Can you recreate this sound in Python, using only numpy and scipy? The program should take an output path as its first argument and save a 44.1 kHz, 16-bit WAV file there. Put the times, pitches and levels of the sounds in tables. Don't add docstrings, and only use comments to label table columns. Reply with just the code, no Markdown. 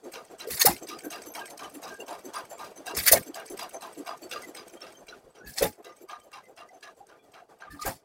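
import sys
import numpy as np
from scipy import signal
from scipy.fft import rfft, irfft, next_fast_len
from scipy.io import wavfile
from scipy.ndimage import uniform_filter1d

SR = 44100
rng = np.random.default_rng(int(sys.argv[2]) if len(sys.argv) > 2 else 0)


def inscribe(sig):
    pcm = np.round(np.clip(np.atleast_2d(sig).T, -1, 1) * 32767)
    wavfile.write(sys.argv[1], SR, pcm.astype(np.int16))


def rack_gain(trim_db):
    fader = np.asarray(trim_db, float)
    return 10 ** (fader / 20)


N = 354563

# [t/s, level/dB, brightness/dB, 60 dB fall/s]
GAS_JETS = [(0.472, -37, -3.5, 0.9), (0.504, -21, -2, 0.56), (0.567, -28.5, -9.5, 0.29),
            (0.599, -10, -2, 0.078), (0.613, -4, -4.5, 0.094), (0.6582, 3.5, -0.6, 0.067),
            (.666, -9, -8, 0.059), (0.682, -20, -4, 0.3), (2.95, -26.5, -9.5, 0.14),
            (2.968, -17, -2.5, 0.3), (3.03, -24, -3.5, 0.29), (3.0624, -6.5, -2, 0.063),
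            (3.078, 1.5, -2, 0.068), (3.1212, 5, 0, 0.079), (3.1307, -1.5, -7.5, 0.049),
            (3.146, -17.5, -2.5, 0.23), (5.458, -48, -14, 0.42), (5.471, -39, -2.5, 1),
            (5.533, -45, -11, .37), (5.565, -29.5, -11, 0.13), (5.578, -17.5, -10, 0.14),
            (5.6236, -15.5, -1.5, 0.18), (5.632, -25, -11, 0.081), (5.649, -38, -7, 0.53),
            (7.706, -46.5, -6, 0.96), (7.769, -54, -14, .5), (7.796, -38.5, -14, .08),
            (7.812, -31, -19, 0.37), (7.857, -22, -1.5, 0.26), (7.8685, -34, -12, 0.11),
            (7.885, -40.5, -11.5, 0.64)]
# [f/Hz, density/dB]
JET_COLOUR = [(900, -9), (1500, -9.5), (1840, -5.5), (3020, -14), (4560, -7), (6500, -9), (14900, -5),
              (16200, -9.5)]
# [t/s, peak level/dB, f/Hz, 60 dB fall/s]
PIPE_POPS = [(0.473, -30.5, 436, 0.084), (0.487, -30, 483, 0.079), (0.651, -10, 480, 0.027),
             (0.669, -19.5, 819, 0.11), (2.939, -25.5, 407, 0.032), (3.117, -9, 504, 0.014),
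             (3.132, -12, 630, 0.05), (5.611, -21, 492, 0.055), (5.625, -20.5, 504, 0.063),
             (7.852, -28, 420, 0.04), (7.868, -27, 840, 0.042), (7.874, -29.5, 536, 0.11),
             (3.165, -27, 409, 0.092), (3.14, -24, 400, .06), (.668, -20.5, 1257, 0.053),
             (0.663, -24.5, 1850, 0.032), (.697, -29.5, 350, 0.17), (5.575, -43.5, 783, 0.17),
             (5.6275, -12.5, 535, .02), (5.648, -30, 842, 0.15), (5.655, -27.5, 440, .1),
             (7.734, -41.5, 286, 0.21), (7.869, -29, 598, 0.014)]
# [peak t/s, level/dB, f/Hz, length/s]
GUSTS = [
    (0.488, -46, 408, 0.059),
    (0.673, -21, 750, 0.047),
    (2.956, -43, 448, .12),
    (3.133, -20, 554, 0.043),
    (5.445, -55.5, 447, 0.074),
    (5.625, -23, 545, .047),
    (7.75, -64, 283, 0.03),
    (7.867, -29, 823, 0.062),
]
VALVE_OPENINGS = [
    0.651,
    3.117,
    5.606,
    7.85,
]
# [peak t/s, level/dB, length/s]
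AIR_PUSHES = [(0.528, -50.5, 0.019), (0.672, -34, 0.0075), (0.711, -44, 0.019), (2.988, -45.5, 0.019),
              (3.118, -32, 0.024), (3.196, -63, 0.036), (.13, -68, 0.041), (3.52, -63, 0.038),
              (5.07, -67.5, 0.042), (5.252, -68.5, 0.038), (5.481, -54.5, 0.023), (5.624, -38.5, 0.027),
              (7.725, -56.5, 0.023), (7.855, -40, 0.028)]
# [t/s, cam level/dB, breath level/dB, pipe f/Hz]
OUT_STROKES = [(0.136, -30.5, -46.5, 524), (0.397, -29, -50, 624), (.887, -27.5, -49, 336),
               (1.1158, -28, -45, 680), (1.352, -27.5, -41, 790), (1.5954, -35.5, -43.5, 730),
               (1.831, -33, -42.5, 780), (2.0804, -32.5, -39.5, 630), (2.3414, -30, -38, 835),
               (2.5933, -35, -42, 840), (2.866, -26.5, -41.5, 750), (3.3534, -33, -41.5, 720),
               (3.591, -26, -41, 730), (3.821, -33, -42.5, 810), (4.0665, -29.5, -39, 720),
               (4.3136, -23, -43.5, 480), (4.564, -32, -51, 451), (4.817, -35, -49.5, 515),
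               (5.084, -36, -54.5, 433), (5.3502, -45.5, -58.5, 460), (5.846, -38, -50.5, 456),
               (6.095, -34.5, -45, 812), (6.3304, -33.5, -48.5, 780), (6.575, -38, -51, 690),
               (6.828, -34.5, -53.5, 658), (7.088, -49.5, -57.5, 540), (7.339, -42, -51.5, 724),
               (7.6062, -41.5, -49, 786)]
# [t/s, jingle level/dB, breath level/dB, pipe f/Hz]
IN_STROKES = [(.0473, -44, -43, 407), (.311, -45.5, -47.5, 448), (.826, -34, -45, 346),
              (1.0465, -33.5, -39.5, 330), (1.269, -37, -49.5, 330), (1.506, -34.5, -45.5, 580),
              (1.752, -35.5, -48, 296), (2.002, -36.5, -41, 433), (2.254, -36, -45.5, 355),
              (2.511, -37.5, -41.5, 637), (2.7733, -36.5, -58, 285), (3.2751, -34, -46, 302),
              (3.512, -34.5, -41.5, 348), (3.744, -36.5, -37.5, 590), (3.983, -38, -43.5, 322),
              (4.231, -38.5, -46, 336), (4.482, -40.5, -48, 361), (4.736, -42, -50.5, 340),
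              (4.989, -54, -49.5, 472), (5.254, -65, -56.5, 470), (5.79, -57, -48, 460),
              (6.0194, -46.5, -52, 377), (6.248, -52.5, -54.5, 572), (6.489, -54, -53, 510),
              (6.739, -55.5, -52, 676), (6.9794, -55.5, -65.5, 525), (7.24, -60, -70.5, 445),
              (7.5003, -62, -54, 760)]
# [f/Hz, width/Hz, level/dB]
PIPE_MODES = [(294, 127, 4), (515, 9.9, -0.5), (662, 50, -2.5)]
# [peak t/s, level/dB, f/Hz, length/s]
FRAME_JOLTS = [(0.642, -41, 1250, 0.025), (2.989, -38, 2050, 0.045), (3.084, -19.5, 1870, 0.027),
               (3.17, -32.5, 1800, 0.025), (5.474, -55.5, 1620, 0.051), (5.638, -34.5, 1980, 0.048),
               (7.724, -56, 1666, 0.086), (7.862, -33, 1590, 0.022)]
# [f/Hz, width/Hz, level/dB]
FRAME_MODES = [(1033, 74, -7), (1210, 17, 5.5), (1592, 21, 3.5)]
# [t/s, peak level/dB]
REBOUNDS = [(0.1775, -44.5), (0.4444, -39), (0.9263, -34), (1.1568, -34), (1.3922, -33), (1.6327, -34),
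            (1.8785, -34), (2.1281, -36), (2.382, -32.5), (2.6434, -34), (2.9094, -33.5), (3.3957, -39),
            (3.6287, -32), (3.8661, -43), (4.1081, -42), (4.359, -32.5), (4.6084, -42), (4.8653, -39),
            (5.1277, -46), (5.3994, -57), (5.889, -46.5), (6.139, -43.5), (6.3694, -42.5), (6.619, -49),
            (6.8698, -42.5), (7.1294, -61), (7.3771, -52.5), (7.6494, -51)]
# [t/s, peak level/dB]
LATCH_TICKS = [(0.121, -34), (0.25, -39.5), (0.385, -38.5), (0.765, -28.5), (0.872, -31.5), (0.9891, -31),
               (1.1067, -28), (1.221, -33.5), (1.3396, -30.5), (1.4566, -31.5), (1.5775, -32.5),
               (1.699, -40.5), (1.82, -38.5), (1.941, -38), (2.0662, -40), (2.19, -39), (2.335, -37),
               (2.452, -42), (2.582, -38), (2.7094, -51), (2.8599, -34), (3.2293, -30.5), (3.344, -32),
               (3.46, -33.5), (3.5744, -31), (3.694, -36), (3.8113, -35.5), (3.9292, -37.5), (4.049, -44),
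               (4.1759, -41), (4.297, -35.5), (4.4223, -33), (4.5506, -32), (4.6796, -37), (4.807, -42),
               (4.9245, -42.5), (5.069, -44.5), (5.1992, -58), (5.329, -59.5), (5.7292, -43),
               (5.8294, -49.5), (5.9654, -42), (6.088, -41.5), (6.1992, -47), (6.3187, -48.5),
               (6.4387, -51), (6.5662, -47), (6.689, -50.5), (6.8094, -48), (6.9494, -58.5), (7.0698, -50),
               (7.32, -51), (7.5897, -54.5), (7.969, -52.5)]
# [t/s, brightness/dB]
CAM_SHINE = [(0, -6), (1.2, -1), (3.8, -1), (4.6, -9), (4.8, -28), (5.4, -27), (5.85, -2), (6.15, -26),
             (7, -12), (8.04, -25)]
# [f/Hz, density/dB]
CLACK_COLOUR = [(880, -50.5), (1500, 9), (2730, -6.5), (4450, -6.5), (4860, -3), (7620, -17),
                (15500, -22.5), (16200, -30)]
# [f/Hz, width/Hz, level/dB]
IRON_MODES = [(2782, 117, 6), (3330, 600, 7), (3900, 180, 5), (4903, 100, 2), (5640, 59, -1),
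              (8890, 250, -2.5), (9100, 60, -27)]
# [f/Hz, width/Hz, level/dB]
LATCH_MODES = [(8330, 330, -2), (11500, 220, -22.5)]
# [f/Hz, width/Hz, level/dB]
ROD_MODES = [(4586, 50, -8), (6270, 100, 0.5), (7420, 170, -0.5), (7950, 100, -2.5), (9700, 260, -0.5),
             (10600, 310, -9), (12600, 170, 0.5), (15200, 130, -11.5)]
# [t/s, level/dB, f/Hz, length/s]
CLANGS = [(0.595, -26, 6610, .014), (0.612, -23, 6500, 0.019), (.614, -24, 4390, 0.017),
          (0.615, -35, 1820, 0.047), (0.66, -16, 15300, .012), (.71, -53, 4820, .05),
          (2.986, -40, 4600, .03), (3.029, -37, 8720, .016), (3.076, -23, 10570, .016),
          (3.133, -29, 6320, .016), (5.455, -53, 1697, 0.055), (5.627, -42, 3640, 0.04),
          (3.149, -34.5, 2196, .03), (7.81, -47.5, 4100, 0.014), (7.812, -42.5, 1210, 0.039),
          (7.857, -46, 6820, .04)]
# [t/s, level/dB, f/Hz, length/s]
IRON_RINGS = [(0.672, -46.5, 2080, 0.093), (0.9, -45, 1222, 0.081), (1.032, -47.5, 1580, 0.054),
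              (1.264, -53.5, 6140, 0.073), (2.492, -58, 7330, 0.11), (1.83, -57, 5050, 0.074),
              (2.085, -56, 9700, 0.06), (4.22, -57, 4500, 0.065), (4.545, -50, 8200, 0.039),
              (1.339, -54, 9530, 0.04), (1.4, -52.5, 1610, 0.1), (1.89, -50.5, 1598, 0.14),
              (2.346, -53, 9600, 0.07), (2.354, -50, 4820, 0.065), (2.767, -49.5, 6150, 0.042),
              (3.497, -50, 9850, 0.039), (3.395, -55, 2800, 0.034), (.897, -57, 4930, 0.098),
              (1.14, -55, 4860, 0.065), (1.035, -56, 12700, 0.063), (1.255, -55, 12600, 0.13),
              (1.36, -57, 9530, .05), (4.815, -53, 5400, .025), (4.825, -60, 1330, 0.083),
              (4.965, -65.5, 6300, 0.068), (5.082, -51, 3990, 0.038), (5.124, -47.5, 1447, 0.021),
              (3.605, -52, 4840, 0.067), (3.74, -50, 9800, 0.023), (3.737, -48.5, 6180, 0.04),
              (4.086, -46, 4850, 0.048), (4.305, -54, 2770, 0.1), (4.335, -46.5, 1210.0, 0.087),
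              (4.32, -46, 4850, 0.064), (4.426, -49, 2022, 0.04), (4.575, -49, 4914, 0.044),
              (5.398, -53.5, 1458, 0.061), (5.425, -57.5, 1680, 0.16), (6.08, -49.5, 1210.0, 0.15),
              (6.205, -68, 3085, 0.079), (6.433, -65, 2035, 0.074), (6.682, -66, 2010, 0.05),
              (6.82, -53.5, 1678, 0.093), (7.66, -54, 1202, 0.11), (7.7, -49.5, 1760, 0.059),
              (7.792, -46, 1210.0, 0.026),
              (4.1, -60, 3365, 0.063), (4.94, -65.5, 3130, 0.06), (7.189, -73, 3400, 0.076),
                  (4.765, -65, 3200, 0.09), (7.108, -65, 1412, 0.079), (7.186, -74.5, 2400, 0.042),
                  (5.85, -60, 2000, 0.1), (5.855, -55.5, 3900, .035), (5.89, -65, 5500, .05),
                  (6.09, -51, 1650, 0.095), (2.9, -49, 2790, .04), (2, -49.5, 2780, .035),
                  (1.995, -65, 4500, 0.045), (2.1, -59, 7300, .03), (2.245, -57, 6200, .05),
                  (2.868, -45.5, 1600, .07), (1.428, -55, 2500, 0.051), (1.484, -56, 2000, .014),
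                  (1.352, -50.5, 3200, .022), (1.39, -50, 3100, .03), (1.588, -55, 2400, .022),
                  (1.638, -57, 3000, 0.048), (2.862, -44, 750, .06), (5.383, -64, 5800, 0.035),
                  (5.445, -64.5, 6600, 0.033), (5.457, -63, 2600, 0.056), (6.33, -60, 2780, .03),
                  (5.9, -71.5, 6200, .06), (5.3, -68, 8000, .03), (6.578, -62.5, 2780, 0.093),
                  (6.728, -71.5, 6200, 0.064), (6.7, -56, 750, 0.06), (7, -54, 800, 0.072),
                  (.4, -43, 4000, 0.022), (7.4, -56, 700, .045), (6.1, -57, 1510, 0.037)]
# [f/Hz, density/dB]
YARD_COLOUR = [(25, -20.5), (108, -16.5), (400, -4.5), (677, -6.5), (1610, -17.5), (2410, -24.5),
               (8360, -30), (16000, -36.5)]
# [t/s, level/dB, treble against it/dB]
WHIR_LEVELS = [(0, -55.5, -5.5), (1, -49.5, -8), (4.4, -51, -6), (5.3, -59.5, -7), (8.04, -61, -11)]


def evened(x):
    return x / np.sqrt(np.mean(x ** 2) + 1e-20)


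def add(mix, s, sound):
    at = round(s * SR)
    part = mix[max(at, 0):][:len(sound) + min(at, 0)]
    part += sound[max(-at, 0):][:len(part)]


def coloured(points, lo_hz, hi_hz, ragged_db):
    size = next_fast_len(N)
    hz = np.fft.rfftfreq(size, 1 / SR) + 1
    f, db = np.transpose(points)
    modes = np.interp(hz, np.arange(0, SR / 2, 110), rng.standard_normal(201))
    gain = rack_gain(np.interp(np.log(hz), np.log(f), db) + ragged_db * modes)
    gain /= np.sqrt((1 + (lo_hz / hz) ** 6) * (1 + (hz / hi_hz) ** 6))
    return evened(irfft(rfft(rng.standard_normal(size)) * gain, size)[:N])


def resonate(x, hz, width):
    r = np.exp(-np.pi * max(width, 5) / SR)
    top = [1 - r * r, 0, r * r - 1]
    bottom = [2, -4 * r * np.cos(2 * np.pi * hz / SR), 2 * r * r]
    return signal.lfilter(top, bottom, x)


def rattle(per_s, depth_db):
    count = int(N * per_s / SR) + 2
    steps = rng.standard_normal(count)
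    return evened(rack_gain(depth_db * np.interp(np.arange(N) * per_s / SR, np.arange(count), steps)))


def patchy(x, depth_db, frames, bins):
    z = signal.stft(x, nperseg=128, noverlap=64)[2]
    patches = uniform_filter1d(rng.standard_normal(z.shape[::-1]), frames, 0)
    patches = uniform_filter1d(patches, bins, 1)
    gain = evened(rack_gain(depth_db * evened(patches.T)))
    return signal.istft(z * gain, nperseg=128, noverlap=64)[1][:N]


def bursts(rows, dull, bright, lead_db):
    power = np.zeros((2, N))
    t = np.arange(-SR // 20, SR // 4) / SR
    after = np.maximum(t, 0)
    for s, db, bright_db, rise, t60, hold in rows:
        fall = rack_gain(-60 * after / max(t60, .02)) * np.exp(-(after / hold) ** 2)
        attack = np.tanh((after / max(rise, .0005)) ** 1.5)
        attack = attack + rack_gain(lead_db) * np.exp(-abs(t) / 0.0022)
        share = np.clip(rack_gain(2 * bright_db), .003, .9)
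        burst = (rack_gain(db) * attack * fall) ** 2
        add(power[0], s - .003 + t[0], (1 - share) * burst)
        add(power[1], s - .003 + t[0], share * burst)
    return np.sqrt(power[0]) * dull + np.sqrt(power[1]) * bright


def humps(rows, narrow, wide, wide_db, skew):
    out, air = np.zeros(N), rng.standard_normal(N + SR)
    u = np.linspace(-2, 2.5, 200)
    shape = np.exp(-np.where(u < 0, skew, 1) * 1.74 * u ** 2)
    for s, db, hz, length in rows:
        count = int(4.5 * length * SR)
        x = air[round(s * SR):][:count]
        note = evened(resonate(resonate(x, hz, narrow * hz), hz, narrow * hz))
        band = evened(resonate(resonate(x[::-1], hz, wide * hz), hz, wide * hz))
        swell = np.interp(np.linspace(-2, 2.5, count), u, shape)
        burst = (note + rack_gain(wide_db) * band) * swell
        add(out, s - 2 * length, rack_gain(db) * burst / np.sqrt(np.mean(burst ** 2) / np.mean(swell ** 2)))
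    return out


def struck(rows, modes, rise, hold):
    out, t = np.zeros(N), np.arange(SR // 6) / SR
    force = np.tanh((t / rise) ** 2) * np.exp(-(t / hold) ** 2)
    shake = rng.standard_normal(N + SR) * np.resize(rattle(220, 4.2), N + SR)
    favour = rng.uniform(-1.1, 1, (len(rows), len(modes), 2))
    for (s, db, *_), luck in zip(rows, favour):
        x = shake[round(s * SR):][:len(t)] * force
        ring = np.zeros(len(x))
        for (hz, width, level_db), (a, b) in zip(modes, luck):
            tone = resonate(x, hz * (1 + .012 * b), width)
            ring += rack_gain(level_db + 4.5 * a) * tone / np.sqrt(width)
        add(out, s - rise, rack_gain(db) * ring / abs(ring).max())
    return out


def firing():
    rows = [(s, db, bright_db, .006, t60, .12) for s, db, bright_db, t60 in GAS_JETS]
    dull, bright = coloured(JET_COLOUR, 900, 9000, 1.8), coloured(JET_COLOUR, 9000, 17000, 1.5)
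    jets = patchy(bursts(rows, dull, bright, -13), 3.2, 4, 5)
    out, t = rack_gain(-8) * jets * rattle(400, 1.2), np.arange(SR // 4) / SR
    for s, db, hz, t60 in PIPE_POPS:
        fall = rack_gain(db - 60 * t / t60)
        add(out, s - .002, fall * np.tanh(t / 0.0021) * np.sin(2 * np.pi * hz * t))
    return out


def pipe_breath():
    blows = [(s + .04, db, hz, .055) for s, _, db, hz in OUT_STROKES]
    draws = [(s + .022, db, hz, .036) for s, _, db, hz in IN_STROKES]
    breath = humps(blows + draws + GUSTS, 0.3, 1.7, 2.2, 0.45) * rattle(90, 2)
    return 0.35 * breath + sum(rack_gain(db) * resonate(breath, hz, width) for hz, width, db in PIPE_MODES)


def air_pushes():
    out, t = np.zeros(N), np.arange(-SR // 8, SR // 8) / SR
    rumble = coloured([(20, -12.0), (150, -5), (400, -0.5)], 55, 220, 0)
    for s, db, length in AIR_PUSHES:
        swing = np.exp(-(t / length) ** 2) * np.sin(7.7 * t / length + 0.4)
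        trail = np.exp(-((t - .008) / (2.3 * length)) ** 2) * np.roll(rumble, -round(s * SR))[:len(t)]
        add(out, s + t[0], rack_gain(db) * (rack_gain(5.0) * swing + trail))
    return out


def exhaust_valve():
    t = np.arange(N) / SR
    return 1 - .9 * sum(np.interp(t - s, [-.09, -.06, .004, .018], [0, 1, 1, 0]) for s in VALVE_OPENINGS)


def cam_clacks():
    rows = [(s, db) for s, db, *_ in OUT_STROKES]
    rows += [(s, db - 2) for s, db in REBOUNDS]
    return [(s, db, np.interp(s, *np.transpose(CAM_SHINE))) for s, db in rows]


def valve_gear():
    dull, bright = coloured(CLACK_COLOUR, 1900, 8000, 4.7), coloured(CLACK_COLOUR, 8000, 16000, 4.5)
    clacks, ticks = cam_clacks(), [(s, db - 0.5) for s, db in LATCH_TICKS]
    soft_from_s, sharp_s, soft_s = 5.7, 0.0038, 0.0062
    # t/s, level/dB, brightness/dB, rise/s, 60 dB fall/s, hold/s
    rows = [(s, db - 11.0, bright_db, soft_s if s > soft_from_s else sharp_s, .3, .013)
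            for s, db, bright_db in clacks]
    rows += [(s + .008, db - 16.5, bright_db - 3.5, .006, .5, .045) for s, db, bright_db in clacks]
    rows += [(s, db - 13.5, -6.5, .004, .2, .012) for s, db, *_ in IN_STROKES]
    rows += [(s, db - 8, -3, soft_s / 2 if s > soft_from_s else sharp_s, .12, .009) for s, db in ticks]
    rows += [(s + 0.012, db - 16.5, -3.5, .006, .4, .04) for s, db in ticks]
    rows += [(s, db - 31, -3.5, .015, .6, .04) for s, db, *_ in IN_STROKES]
    contact = bursts(rows, dull, bright, -11.5)
    contact = patchy(contact * rattle(600, 3), 4.5, 4, 4)
    iron = rack_gain(-8.0) * struck(clacks, IRON_MODES, 0.003, 0.039)
    latch = rack_gain(-8) * struck(ticks, LATCH_MODES, .002, .012)
    rod = rack_gain(-4.5) * struck(IN_STROKES, ROD_MODES, 0.022, 0.034)
    return contact + iron + latch + rod


def frame_scrapes():
    luck = rng.uniform(-1.32, 1, len(OUT_STROKES))
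    rows = [(s + .036, db - 1, 1160 * (1 + 0.21 * a), .06)
            for (s, _, db, _), a in zip(OUT_STROKES, luck)]
    scrapes, jolts = humps(rows, 0.17, 0.85, 7.2, 0.96), humps(FRAME_JOLTS, .15, .8, 5.0, 3.1)
    return (scrapes + jolts) * rattle(300, 4.2)


def singing_parts():
    rows, rub = IRON_RINGS + CLANGS, rng.standard_normal(N + SR)
    out, chance = np.zeros(N), rng.random((len(rows), 3))
    purity = 0.38
    for (s, db, hz, length), (a, b, c) in zip(rows, chance):
        t = np.arange(int(1.8 * length * SR)) / SR
        swell = np.tanh((t / (0.09 * length)) ** 2) * np.exp(-2.2 * (t / length) ** 1.81)
        waver = 1.1 * np.sin(2 * np.pi * ((15 + 25 * b) * t + c))
        width = .016 * hz + 30
        x = rub[round((s + b / 2) * SR) - 400:][:len(t) + 400]
        fuzz = evened(resonate(resonate(x, hz, width), hz, width)[400:])
        steady = np.sin(2 * np.pi * (hz * t + a) + waver)
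        note = purity * steady + 0.93 * (1 - purity) * fuzz
        add(out, s, rack_gain(db + 7.0) * swell * note)
    return out * rattle(140, 3.6)


def dead_centre():
    t = np.arange(N) / SR
    outer = sum(np.interp(t - s, [-.045, -.025, -.006, .005], [0, 1, 1, 0]) for s, *_ in OUT_STROKES)
    inner = sum(np.interp(t - s, [-.06, -.04, -.018, -.002], [0, 1, 1, 0]) for s, *_ in IN_STROKES)
    return 1 - .74 * outer - .7 * inner


def flywheel_whir():
    s, db, treble_db = np.transpose(WHIR_LEVELS)
    t = np.arange(N) / SR
    low, high = coloured(YARD_COLOUR, 20, 1500, 1.2), coloured(YARD_COLOUR, 1500, 17000, 2.2)
    wind = rack_gain(-77) * coloured(YARD_COLOUR, 13, 130, 1.5) * rattle(6.8, 2.5)
    whir = low + rack_gain(np.interp(t, s, treble_db)) * high
    return wind + rack_gain(np.interp(t, s, db)) * whir * rattle(40, 1.5)


def scene():
    fire, scrape, pause = firing(), frame_scrapes(), dead_centre()
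    air = (pipe_breath() + air_pushes()) * exhaust_valve()
    moving = (air + 0.63 * scrape) * pause
    gear, singing = valve_gear(), singing_parts()
    floor = flywheel_whir() * pause ** 0.38
    frame = sum(rack_gain(db) * resonate(scrape + 0.29 * floor, hz, width) for hz, width, db in FRAME_MODES)
    return (fire + moving + gear + singing + frame + floor)[None]


def band_limit(x):
    return signal.sosfilt(signal.butter(12, 16400, fs=SR, output="sos"), x)


def record(dry):
    z = signal.stft(dry, nperseg=512, noverlap=384)[2]
    power = uniform_filter1d(abs(z) ** 2, size=7, axis=2) + 1e-16
    band = uniform_filter1d(power, size=15, axis=1)
    usual = np.exp(uniform_filter1d(np.log(band), size=120, axis=2))
    z *= np.clip(power / band, .05, 3) ** .22
    z *= np.clip(band / usual, .01, 1) ** .22
    clean = signal.istft(z, nperseg=512, noverlap=384)[1][:, :N]
    ceiling = 1.5
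    limited = ceiling * np.tanh(1.08 * clean / ceiling)
    treble_cut = signal.firwin(511, 15950, window=("kaiser", 9), fs=SR)
    mix = signal.oaconvolve(limited, treble_cut[None], "same")
    return band_limit(mix)


dry = scene()
out = record(dry)
inscribe(out)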